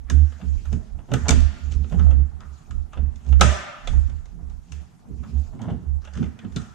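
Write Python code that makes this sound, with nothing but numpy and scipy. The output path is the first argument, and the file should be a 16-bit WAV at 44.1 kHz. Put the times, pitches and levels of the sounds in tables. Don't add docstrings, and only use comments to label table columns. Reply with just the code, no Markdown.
import sys
import numpy as np
from scipy import signal
from scipy.fft import rfft, irfft, next_fast_len
from scipy.io import wavfile
from scipy.ndimage import uniform_filter1d

SR = 44100
rng = np.random.default_rng(int(sys.argv[2]) if len(sys.argv) > 2 else 0)


def transcribe(signal):
    frames = np.atleast_2d(signal).T
    limited = np.clip(frames, -1, 1)
    pcm = np.round(limited * 32767).astype(np.int16)
    wavfile.write(sys.argv[1], SR, pcm)


def convert_level_to_amplitude(level_db):
    exponent = np.asarray(level_db, float) / 20
    return 10 ** exponent


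N = 297234

# (time [s], knock level [dB], crack level [dB], knock pitch [Hz], left over right [dB])
CLIP_SNAPS = [(0.099, -27, -28.5, 1564, -1), (0.322, -42.5, -55.5, 1655, 0), (0.412, -38.5, -67.5, 634, 4),
              (0.654, -44.5, -50.5, 1400, -5), (0.727, -35, -43, 654, -5), (0.987, -51, -78, 706, -7),
              (1.116, -27, -44, 557, -3), (1.137, -17, -26, 464, 2.5), (1.283, -28, -25.5, 2470, -19.5),
              (1.29, -24.5, -21.5, 458, 26), (1.306, -18.5, -16.5, 686, -15), (1.315, -26, -36, 2350, 9),
              (1.72, -44, -41, 3120, 0), (1.841, -42, -72, 485, 0), (1.897, -58, -54, 510, -16),
              (1.922, -51, -48.5, 527, 9), (1.993, -33.5, -45.5, 737, -2.5), (2.108, -32, -45.5, 460, -0.5),
              (2.131, -48.5, -63, 2096, -4), (2.192, -46.5, -75, 1890, -4),
              (2.405, -43.5, -48.5, 1154, 2.5), (2.708, -40.5, -46.5, 1360, 1),
              (2.932, -38.5, -52.5, 1200, 2), (2.973, -38.5, -61.5, 530, -1), (3.158, -69.5, -50.5, 886, 1),
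              (3.247, -68.5, -57.5, 896, 1), (3.264, -58, -52.5, 468, -1), (3.279, -71, -54, 901.7, -1),
              (3.289, -76.5, -48.5, 896, 1), (3.309, -69, -50.5, 891, -4), (3.325, -28, -46.5, 470, -1.5),
              (3.395, -33.5, -42, 1300, 0), (3.41, -5, -5.5, 1252, -1), (3.415, -4.5, -38.5, 635, -3.5),
              (3.873, -25.5, -33, 3400, -4), (4.097, -47.5, -57, 644, -19),
              (4.256, -50, -51.5, 482.4, -1.5), (4.498, -57.5, -54.5, 425, 1),
              (4.72, -45.5, -40.5, 3280, 11), (5.235, -44.5, -62, 914, -8), (5.59, -52, -65.5, 2200, -8),
              (5.616, -44, -45, 3220, 0.5), (5.687, -57.5, -71, 3150, -3), (5.696, -55, -68, 3170, 1.5),
              (5.703, -49, -58, 3080, -4.5), (5.714, -60, -68, 3230, 1), (6.049, -41.5, -47.5, 1486, 0),
              (6.073, -37.5, -64, 845, 0), (6.136, -66, -48.5, 1640, -7), (6.153, -41, -47, 1495, -1),
              (6.172, -44, -43, 3000, -5), (6.227, -40, -53, 1320, 4), (6.24, -38, -51, 2050, 1.5),
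              (6.257, -52, -56, 2340, 0), (6.389, -41, -52, 3100, -2.5), (6.446, -42, -61, 1057, 4),
              (6.522, -50, -55, 1460, 2), (6.561, -30, -32, 3820, 3.5), (6.568, -35, -44, 1336, 10),
              (6.617, -54, -50, 700, 0)]
# (pitch [Hz], width [Hz], level [dB])
DASHBOARD_MODES = [(101, 49, 8.5), (191.4, 64, 4.5), (236.4, 17, 5.5), (455, 120, -11)]
# (pitch [Hz], width [Hz], level [dB])
PANEL_MODES = [(544, 380, 3.5), (1004, 460, -1), (1233, 150, 6.5), (2030, 1000, -4.5), (2550, 730, -0.5),
               (3400, 860, -8.5), (6000, 1500, -8), (7800, 550, -5)]
# (frequency [Hz], level per Hz [dB])
CRACK_COLOUR = [(180, -25), (300, 15), (970, -1.5), (1290, -19), (2800, -7), (3300, -20), (3640, -11.5),
                (4200, -16), (5000, -14.5), (6300, -8), (7200, -18), (9000, -24.5), (15600, -57)]
# (frequency [Hz], level per Hz [dB])
CLOTH_COLOUR = [(1470, -27), (2500, -8.5), (3610, -13.5), (6110, -11.5), (6850, -7.5), (8950, -24.5),
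                (13400, -30.5), (15500, -36.5)]
# (frequency [Hz], level per Hz [dB])
AIR_COLOUR = [(18, -27.5), (30, -10.5), (77, -23), (123, -12.5), (187, -23.5), (546, -35), (728, -27.5),
              (2690, -49), (6540, -48), (12300, -56.5), (15500, -79)]
# (frequency [Hz], likeness [0-1])
LIKENESS = [(60, 0.21), (300, 0.26), (500, 0.21), (1000, 0.069), (3500, 0.28), (8000, 0.36)]
# (frequency [Hz], time to fall 60 dB [s])
GARAGE_DECAY = [(150, 1), (400, 0.56), (1000, 1.14), (2800, 0.99), (5500, 0.69), (8000, 0.49),
                (14000, 0.57)]
# (frequency [Hz], level per Hz [dB])
ECHO_COLOUR = [(150, -40), (250, -7.5), (507, -12), (590, -6), (760, -5), (1000, -10.5), (1250, -9),
               (1500, -5.5), (1700, -9), (1950, -9.5), (2500, -10.5), (3500, -14), (4000, -20),
               (4550, -21.5), (6310, -14), (7900, -14), (15500, -55)]
# (pitch [Hz], width [Hz], level [dB])
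HOLLOW_NOTES = [(600, 80, -3), (1190, 64, -4.5), (1380, 60, -1.5), (1790, 150, -0.5)]
# (time [s], level [dB], pitch [Hz])
CLIP_TWANGS = [(1.301, -30.5, 4550), (2.42, -58.5, 1250), (6.569, -55.5, 1354)]
# (full from [s], hold [s], level [dB], centre of colour [Hz])
PANEL_RUBS = [(0.09, 0.0062, -49.5, 1530), (0.322, 0.058, -58, 1550), (0.402, 0.028, -48, 627),
              (0.662, 0.011, -55.5, 1250), (0.725, 0.008, -49, 574), (0.992, 0.0094, -53.5, 770),
              (1.093, 0.017, -45.5, 500), (1.14, 0.0038, -67, 660), (1.26, 0.013, -35, 800),
              (1.282, 0.042, -29, 410), (1.714, 0.026, -50.5, 6600), (1.924, 0.019, -35.5, 497),
              (1.99, 0.032, -43, 1080), (2.045, 0.088, -42.5, 518), (2.371, 0.0091, -57, 826),
              (2.413, 0.024, -49, 1140), (2.931, 0.011, -56.5, 2320), (2.935, 0.01, -49, 980),
              (2.972, 0.0056, -45, 518), (3.086, 0.015, -62, 648), (3.261, 0.036, -53.5, 600),
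              (3.415, 0.02, -23.5, 402.4), (3.87, 0.017, -50.5, 493), (3.937, 0.054, -50.5, 700),
              (4.083, 0.0096, -57, 1190), (4.731, 0.065, -62.5, 1591), (5.084, 0.0061, -60, 523),
              (5.237, 0.025, -52.5, 1050), (5.36, 0.062, -55.5, 608), (5.529, 0.027, -53, 690),
              (5.601, 0.051, -46.5, 740), (5.632, 0.024, -52.5, 674), (5.657, 0.03, -48.5, 424),
              (5.685, 0.029, -40.5, 625), (6.02, 0.024, -59.5, 6000), (6.137, 0.11, -60, 6100),
              (6.025, 0.027, -58, 1330), (6.048, 0.019, -55.5, 2930), (6.144, 0.03, -53.5, 1510),
              (6.163, 0.046, -59, 3060), (6.17, 0.026, -60, 1302), (6.222, 0.02, -51, 590),
              (6.227, 0.018, -55, 2020), (6.395, 0.027, -54, 1482), (6.442, 0.0087, -52, 663)]
# (full from [s], hold [s], level [dB])
SLEEVE_SWEEPS = [(.3, 0.4, -58), (.75, 0.13, -68), (1.275, .01, -52.5), (1.62, 0.023, -56.5),
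                 (1.93, 0.13, -56), (2.55, 0.07, -62.5), (2.85, 0.29, -73.5), (3.28, 0.13, -63),
                 (3.92, 0.073, -53.5), (4.75, 0.014, -62), (5.3, 0.11, -59.5), (6.2, 0.023, -64.5),
                 (6.57, 0.058, -60.5)]
# (full from [s], hold [s], level [dB], pitch [Hz])
MOUNT_SHIVERS = [(0.0, 0.071, -39, 65.2), (0.152, 0.014, -11, 72), (0.155, 0.085, -11.5, 74.22),
                 (0.331, 0.034, -37, 72.94), (0.477, 0.068, -22.5, 69.9), (0.682, 0.083, -26.5, 72.14),
                 (0.954, 0.0051, -33.5, 73.57), (1.15, 0.058, -35, 72.65), (1.24, 0.013, -24, 75.1),
                 (1.321, 0.14, -15, 71.6), (1.646, 0.08, -27, 72.25), (1.761, 0.068, -22.5, 71.6),
                 (1.986, 0.051, -15.5, 74.7), (2.059, 0.043, -10, 70.9), (2.136, 0.089, -14.5, 67.41),
                 (2.348, 0.0066, -32, 74.76), (2.476, 0.061, -38.5, 69.55), (2.717, 0.1, -33.5, 72.22),
                 (2.78, 0.029, -27, 72.74), (2.999, 0.077, -23.5, 70.74), (3.166, 0.006, -36.5, 70.45),
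                 (3.318, 0.059, -10.5, 66.32), (3.4, 0.098, -14.5, 71.12), (3.594, 0.012, -41, 69.45),
                 (3.967, 0.025, -13.5, 67.31), (4.036, 0.03, -21.5, 75.7), (4.136, 0.037, -30, 73.9),
                 (4.284, 0.032, -49, 70.53), (4.431, 0.082, -37, 69.66), (4.554, 0.027, -40, 69.5),
                 (4.733, 0.074, -36, 72), (5.133, 0.018, -35.5, 65.6), (5.2, 0.0051, -30.5, 68.7),
                 (5.361, 0.039, -21, 69.53), (5.453, 0.028, -46, 74.16), (5.732, 0.014, -31, 72.06),
                 (5.888, 0.082, -25, 70.96), (6.077, 0.07, -42, 70.4), (6.158, 0.076, -33.5, 72.5),
                 (6.259, 0.014, -30.5, 72.1), (6.53, 0.081, -38.5, 70), (6.687, 0.027, -49, 71.6)]
# (full from [s], hold [s], level [dB])
CAR_SWAYS = [(0.0, 0.011, -29), (.57, 0.16, -31.5), (.73, 0.0082, -27), (.9, 0.074, -34.5),
             (1.14, 0.0099, -28), (1.35, 0.057, -16.5), (1.68, 0.02, -29), (1.76, 0.023, -23.5),
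             (1.93, 0.32, -26), (2.44, 0.065, -43), (2.72, 0.073, -28.5), (2.85, 0.0091, -36),
             (3.01, 0.058, -22.5), (3.33, 0.058, -30), (3.9, 0.2, -23), (4.2, 0.39, -35),
             (4.64, 0.096, -51), (5.46, 0.059, -37), (5.88, 0.16, -36), (6.2, 0.047, -47.5),
             (6.53, 0.04, -44)]
# (full from [s], hold [s], level [dB], pitch of the spot pushed [Hz])
DASHBOARD_SHOVES = [(0.113, 0.029, -30, 244.7), (0.429, 0.015, -35.5, 181.4), (0.554, 0.041, -45.5, 206),
                    (0.731, 0.013, -28, 216), (.95, 0.08, -50, 204.3), (1.122, 0.034, -20, 191.8),
                    (1.293, 0.06, -21.5, 248.7), (1.527, 0.22, -47.5, 215.6), (1.71, 0.17, -42, 170.4),
                    (1.928, 0.11, -30, 161.7), (2.102, 0.11, -34, 207), (2.363, 0.091, -51.5, 201),
                    (2.707, 0.051, -46, 180), (2.971, 0.059, -41, 233.3), (3.275, 0.068, -37.5, 132.2),
                    (3.411, 0.05, -20.5, 183.2), (3.896, 0.089, -37, 156.1), (4.09, 0.012, -39.5, 132.2),
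                    (4.326, 0.16, -51, 167.5), (4.72, 0.041, -50.5, 161), (5.095, 0.039, -38, 212.8),
                    (5.208, 0.16, -44, 223.4), (5.54, 0.078, -39, 221.8), (5.631, 0.039, -37, 228),
                    (5.677, 0.014, -27.5, 230.8), (5.717, 0.0098, -25.5, 216.7), (5.782, 0.096, -43, 169),
                    (6.168, 0.022, -33.5, 204), (6.195, 0.036, -25, 231), (6.449, 0.011, -32.5, 198.8),
                    (6.568, 0.0072, -28.5, 223)]

RUB_RISE_DB_PER_S, RUB_FALL_DB_PER_S = 1201, 420.5
SLEEVE_RISE_DB_PER_S, SLEEVE_FALL_DB_PER_S = 73.5, 57
SHOVE_RISE_DB_PER_S, SHOVE_FALL_DB_PER_S = 992, 270
SHIVER_RISE_DB_PER_S, SHIVER_FALL_DB_PER_S = 456, 303
SWAY_RISE_DB_PER_S, SWAY_FALL_DB_PER_S = 344, 192.5

CONTACT_HZ, HEAVY_DB, DULLING = 15900, -14, 0.28
TWANG_T60_S = 0.016
RUB_WIDTH_HZ, RUB_WIDENING, RUB_PANEL_DB = 300, 0.41, -17.5
SPOT_DB, SPOT_WIDTH_HZ = -4, 7.5
LINGER_DB, LINGER_FALL_DB_PER_S, RESTING_DB = -21.5, 82, -56.5
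AIR_DB = -52.5


def snaps():
    t = np.arange(SR // 10) / SR
    bursts = rng.standard_normal((len(CLIP_SNAPS), 3, len(t)))
    out = np.zeros((2, N + len(t)))
    high = signal.butter(2, 2500, "high", fs=SR, output="sos")
    blow_decay = convert_level_to_amplitude(-60 * np.maximum(t - 0.004, 0) / 0.032)
    tick_decay = convert_level_to_amplitude(-60 * np.maximum(t - 0.0025, 0) / 0.017)
    for burst, (s, knock_db, crack_db, hz, pan_db) in zip(bursts, CLIP_SNAPS):
        both = (0.95 * burst[0] + 0.7 * burst[1:]) * np.minimum(t / 0.00085, 1)
        blow = dull(both, 4500) * blow_decay
        tick = (both + 0.73 * burst[1:]) * tick_decay

        spot = resonate(blow, hz, hz * (0.023 + 0.029 * hz / 1000))
        knock = convert_level_to_amplitude(12.0) * spot + convert_level_to_amplitude(5.0) * ring(blow, PANEL_MODES[:6])
        panel_top = dull(ring(tick, PANEL_MODES[5:]), 13000)
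        crack = convert_level_to_amplitude(13.0) * signal.sosfilt(high, colour(tick, CRACK_COLOUR) + 0.18 * panel_top)
        snap = convert_level_to_amplitude(knock_db) * knock + convert_level_to_amplitude(crack_db) * contact(crack, crack_db)

        side = convert_level_to_amplitude(np.array([[pan_db], [-pan_db]]) / 2)
        start = round(s * SR)
        out[:, start:start + len(t)] += side * snap
    return out[:, :N]


def contact(x, crack_db):
    excess_db = max(crack_db - HEAVY_DB, 0)
    return dull(x, min(CONTACT_HZ * convert_level_to_amplitude(-DULLING * excess_db), SR / 2.2))


def creak():
    grit = dull(slips(1100, 3.5) + 0.4 * rng.standard_normal((2, N)), 3500)
    out = np.zeros((2, N))
    for row in PANEL_RUBS:
        start, _, _, hz = row
        at = np.arange(round((start - 0.06) * SR), min(round((start + 0.35) * SR), N))
        width = RUB_WIDTH_HZ + RUB_WIDENING * hz
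        spot = resonate(resonate(grit[:, at], hz, width), hz, width)
        rub = spot + convert_level_to_amplitude(RUB_PANEL_DB) * ring(grit[:, at], PANEL_MODES[:6])
        out[:, at] += evened(rub) * gestures([row], RUB_RISE_DB_PER_S, RUB_FALL_DB_PER_S)[at]
    return out


def slips(per_s, spread_db):
    size = convert_level_to_amplitude(spread_db * np.minimum(rng.exponential(1, N), 4))
    signed = size * rng.choice([-1., 1.], N)
    return evened(signed * (rng.random(N) < per_s / SR))


def mount():
    s, hold, _, hz = np.transpose(MOUNT_SHIVERS)
    pitch = np.interp(np.arange(N) / SR, s + hold / 2, hz)
    turn = 2 * np.pi * np.cumsum(pitch) / SR
    slow = signal.butter(2, 4, fs=SR, output="sos")
    drift = 1.2 * evened(signal.sosfilt(slow, rng.standard_normal(N)))
    left = convert_level_to_amplitude(-8.5) * np.cos(turn + 1.6 + drift)
    right = convert_level_to_amplitude(8.5) * (np.cos(turn) + 0.058 * np.cos(2 * turn))
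    level = gestures(MOUNT_SHIVERS, SHIVER_RISE_DB_PER_S, SHIVER_FALL_DB_PER_S)
    return np.sqrt(2) * level * np.array([left, right])


def shoves():
    push = 0.6 * slips(250, 2.7) + rng.standard_normal((2, N))
    s, _, _, hz = np.transpose(DASHBOARD_SHOVES)
    latest = np.maximum(np.searchsorted(s, np.arange(N) / SR + 0.02) - 1, 0)
    shell = evened(ring(ring(push, DASHBOARD_MODES), [(180, 204, 0)]))
    spot = evened(resonate(resonate(push, hz[latest], SPOT_WIDTH_HZ), 200, 340))
    body = shell + convert_level_to_amplitude(SPOT_DB) * spot
    level = gestures(DASHBOARD_SHOVES, SHOVE_RISE_DB_PER_S, SHOVE_FALL_DB_PER_S) + convert_level_to_amplitude(RESTING_DB)
    level += convert_level_to_amplitude(LINGER_DB) * gestures(DASHBOARD_SHOVES, SHOVE_RISE_DB_PER_S, LINGER_FALL_DB_PER_S)
    return body * level * convert_level_to_amplitude([[-1], [4.5]])


def sway():
    band = signal.butter(3, [22, 50], "band", fs=SR, output="sos")
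    low = evened(signal.sosfilt(band, rng.standard_normal((2, N))))
    return low * gestures(CAR_SWAYS, SWAY_RISE_DB_PER_S, SWAY_FALL_DB_PER_S) * convert_level_to_amplitude([[-11], [5.5]])


def sleeves():
    hiss = evened(colour(pair(flicker_db=3.0), CLOTH_COLOUR))
    return hiss * gestures(SLEEVE_SWEEPS, SLEEVE_RISE_DB_PER_S, SLEEVE_FALL_DB_PER_S)


def cabin(airborne):
    return convert_level_to_amplitude(-3.5) * space(airborne, 0.2, [(300, 0.08), (8000, 0.14)], 0.0012, 0.24)


def garage(rubs):
    t = np.arange(SR // 20) / SR
    low, top, pitched = np.zeros((3, N + len(t)))
    for s, knock_db, crack_db, hz, _ in CLIP_SNAPS:
        at = round(s * SR)
        low[at] += convert_level_to_amplitude(knock_db)
        top[at:at + len(t)] += convert_level_to_amplitude(crack_db + 5.5) * contact(t == 0, crack_db)
        pitched[at:at + len(t)] += convert_level_to_amplitude(knock_db - 60 * t / 0.025) * np.sin(2 * np.pi * hz * t)
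    sent = dull(low, 3100) + top - dull(top, 4500) + 0.039 * dull(pitched, 2200)
    for s, db, hz in CLIP_TWANGS:
        sent[round(s * SR):][:len(t)] += convert_level_to_amplitude(db - 60 * t / TWANG_T60_S) * np.sin(2 * np.pi * hz * t)

    snap_tail = space(sent[:N], 1.5, GARAGE_DECAY, 0.008, 0.1, patchy_db=1.5)
    snap_tail = convert_level_to_amplitude(29.0) * colour(snap_tail, ECHO_COLOUR)
    hollow = sum(convert_level_to_amplitude(db) * resonate(snap_tail, hz, width) for hz, width, db in HOLLOW_NOTES)
    high = signal.butter(2, 1000, "high", fs=SR, output="sos")
    rub_tail = space(signal.sosfilt(high, rubs.mean(0)), 1.6, GARAGE_DECAY, 0.007, 0.1)
    return snap_tail + hollow + convert_level_to_amplitude(-8.5) * rub_tail


def still_air():
    return convert_level_to_amplitude(AIR_DB) * evened(colour(pair(flicker_db=2.6), AIR_COLOUR))


def space(x, length_s, decay, start_s, alike, patchy_db=0):
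    size, first = int(length_s * SR), int(start_s * SR)
    taps = np.zeros((2, size))
    at = np.arange(first, size - 20, 20)
    at = at + rng.integers(0, 20, (2, len(at)))
    np.put_along_axis(taps, at, rng.choice([-1., 1.], at.shape), 1)
    hz, t, z = signal.stft(taps, SR, nperseg=256)
    patches = uniform_filter1d(rng.standard_normal((len(t), len(hz))), size=8, axis=0)
    patches = evened(uniform_filter1d(patches, size=3, axis=1))
    fade_db = -60 * t / read(decay, hz)[:, None]
    tail = signal.istft(z * convert_level_to_amplitude(fade_db + patchy_db * patches.T), SR, nperseg=256)[1]
    tail = tail + alike * tail[::-1]
    return signal.fftconvolve(x[None], tail / np.linalg.norm(tail[0]), axes=1)[:, :N]


def pair(flicker_db=0.):
    frames, hz = N // 128 + 5, np.fft.rfftfreq(512, 1 / SR)
    a, b, c, d, patches = rng.standard_normal((frames, 257, 5)).T
    patches = evened(uniform_filter1d(uniform_filter1d(patches, 20, 0), 10, 1))
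    same = np.clip(read(LIKENESS, hz), -1, 1)[:, None]
    left = a + 1j * b
    right = same * left + np.sqrt(1 - same ** 2) * (c + 1j * d)
    z = np.array([left, right]) * convert_level_to_amplitude(flicker_db * patches)
    return evened(signal.istft(z, nperseg=512, noverlap=384)[1][:, :N])


def ring(x, modes):
    out = np.zeros(x.shape)
    for k, (hz, width, db) in enumerate(modes):
        out += (-1) ** k * convert_level_to_amplitude(db) * signal.lfilter(*signal.iirpeak(hz, hz / width, SR), x)
    return out


def resonate(x, hz, width):
    turn = np.exp(2j * np.pi * np.cumsum(hz * np.ones(x.shape[-1])) / SR)
    r = np.exp(-np.pi * width / SR)
    return 2 * (turn * signal.lfilter([1 - r], [1, -r], x / turn)).real


def dull(x, hz):
    return signal.sosfilt(signal.butter(3, hz, fs=SR, output="sos"), x)


def colour(x, points):
    size = next_fast_len(x.shape[-1])
    gain = convert_level_to_amplitude(read(points, np.fft.rfftfreq(size, 1 / SR)))
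    return irfft(rfft(x, size) * gain, size)[..., :x.shape[-1]]


def read(points, hz):
    f, value = np.transpose(points)
    return np.interp(np.log(hz + 1), np.log(f + 1), value)


def evened(x):
    return x / np.sqrt(np.mean(x ** 2) + 1e-20)


def swell(row, rise_db, fall_db):
    t = np.arange(0, N, 64) / SR - row[0]
    return convert_level_to_amplitude(row[2] + rise_db * np.minimum(t, 0) - fall_db * np.maximum(t - abs(row[1]), 0))


def gestures(rows, rise_db, fall_db):
    level = np.max([swell(row, rise_db, fall_db) for row in rows], axis=0)
    return np.interp(np.arange(N), np.arange(0, N, 64), level)


def scene():
    clips, rubs = snaps(), creak()
    airborne = (clips + 0.11 * rubs).mean(0)
    echoes = cabin(airborne) + garage(rubs)
    return clips + rubs + echoes + sleeves() + shoves() + mount() + sway() + still_air()


def band_limit(x):
    return signal.sosfilt(signal.butter(12, 15760, fs=SR, output="sos"), x)


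def record(dry):
    power_db = 10 * np.log10(abs(uniform_filter1d((dry ** 2).mean(0), 900)) + 1e-12)
    fall = np.arange(N) * 25.0 / SR
    held_db = np.maximum.accumulate(power_db + fall) - fall
    over_db = np.maximum(held_db + 16.5, 0)
    ducked = dry / convert_level_to_amplitude(0.25 * uniform_filter1d(over_db, 300))
    overloaded = 1.187 * np.tanh(ducked / 1.41)
    edge = signal.firwin(255, 15550, window=("kaiser", 8), fs=SR)
    limited = signal.oaconvolve(overloaded, edge[None], "same")
    return band_limit(limited)


dry = scene()
out = record(dry)
transcribe(out)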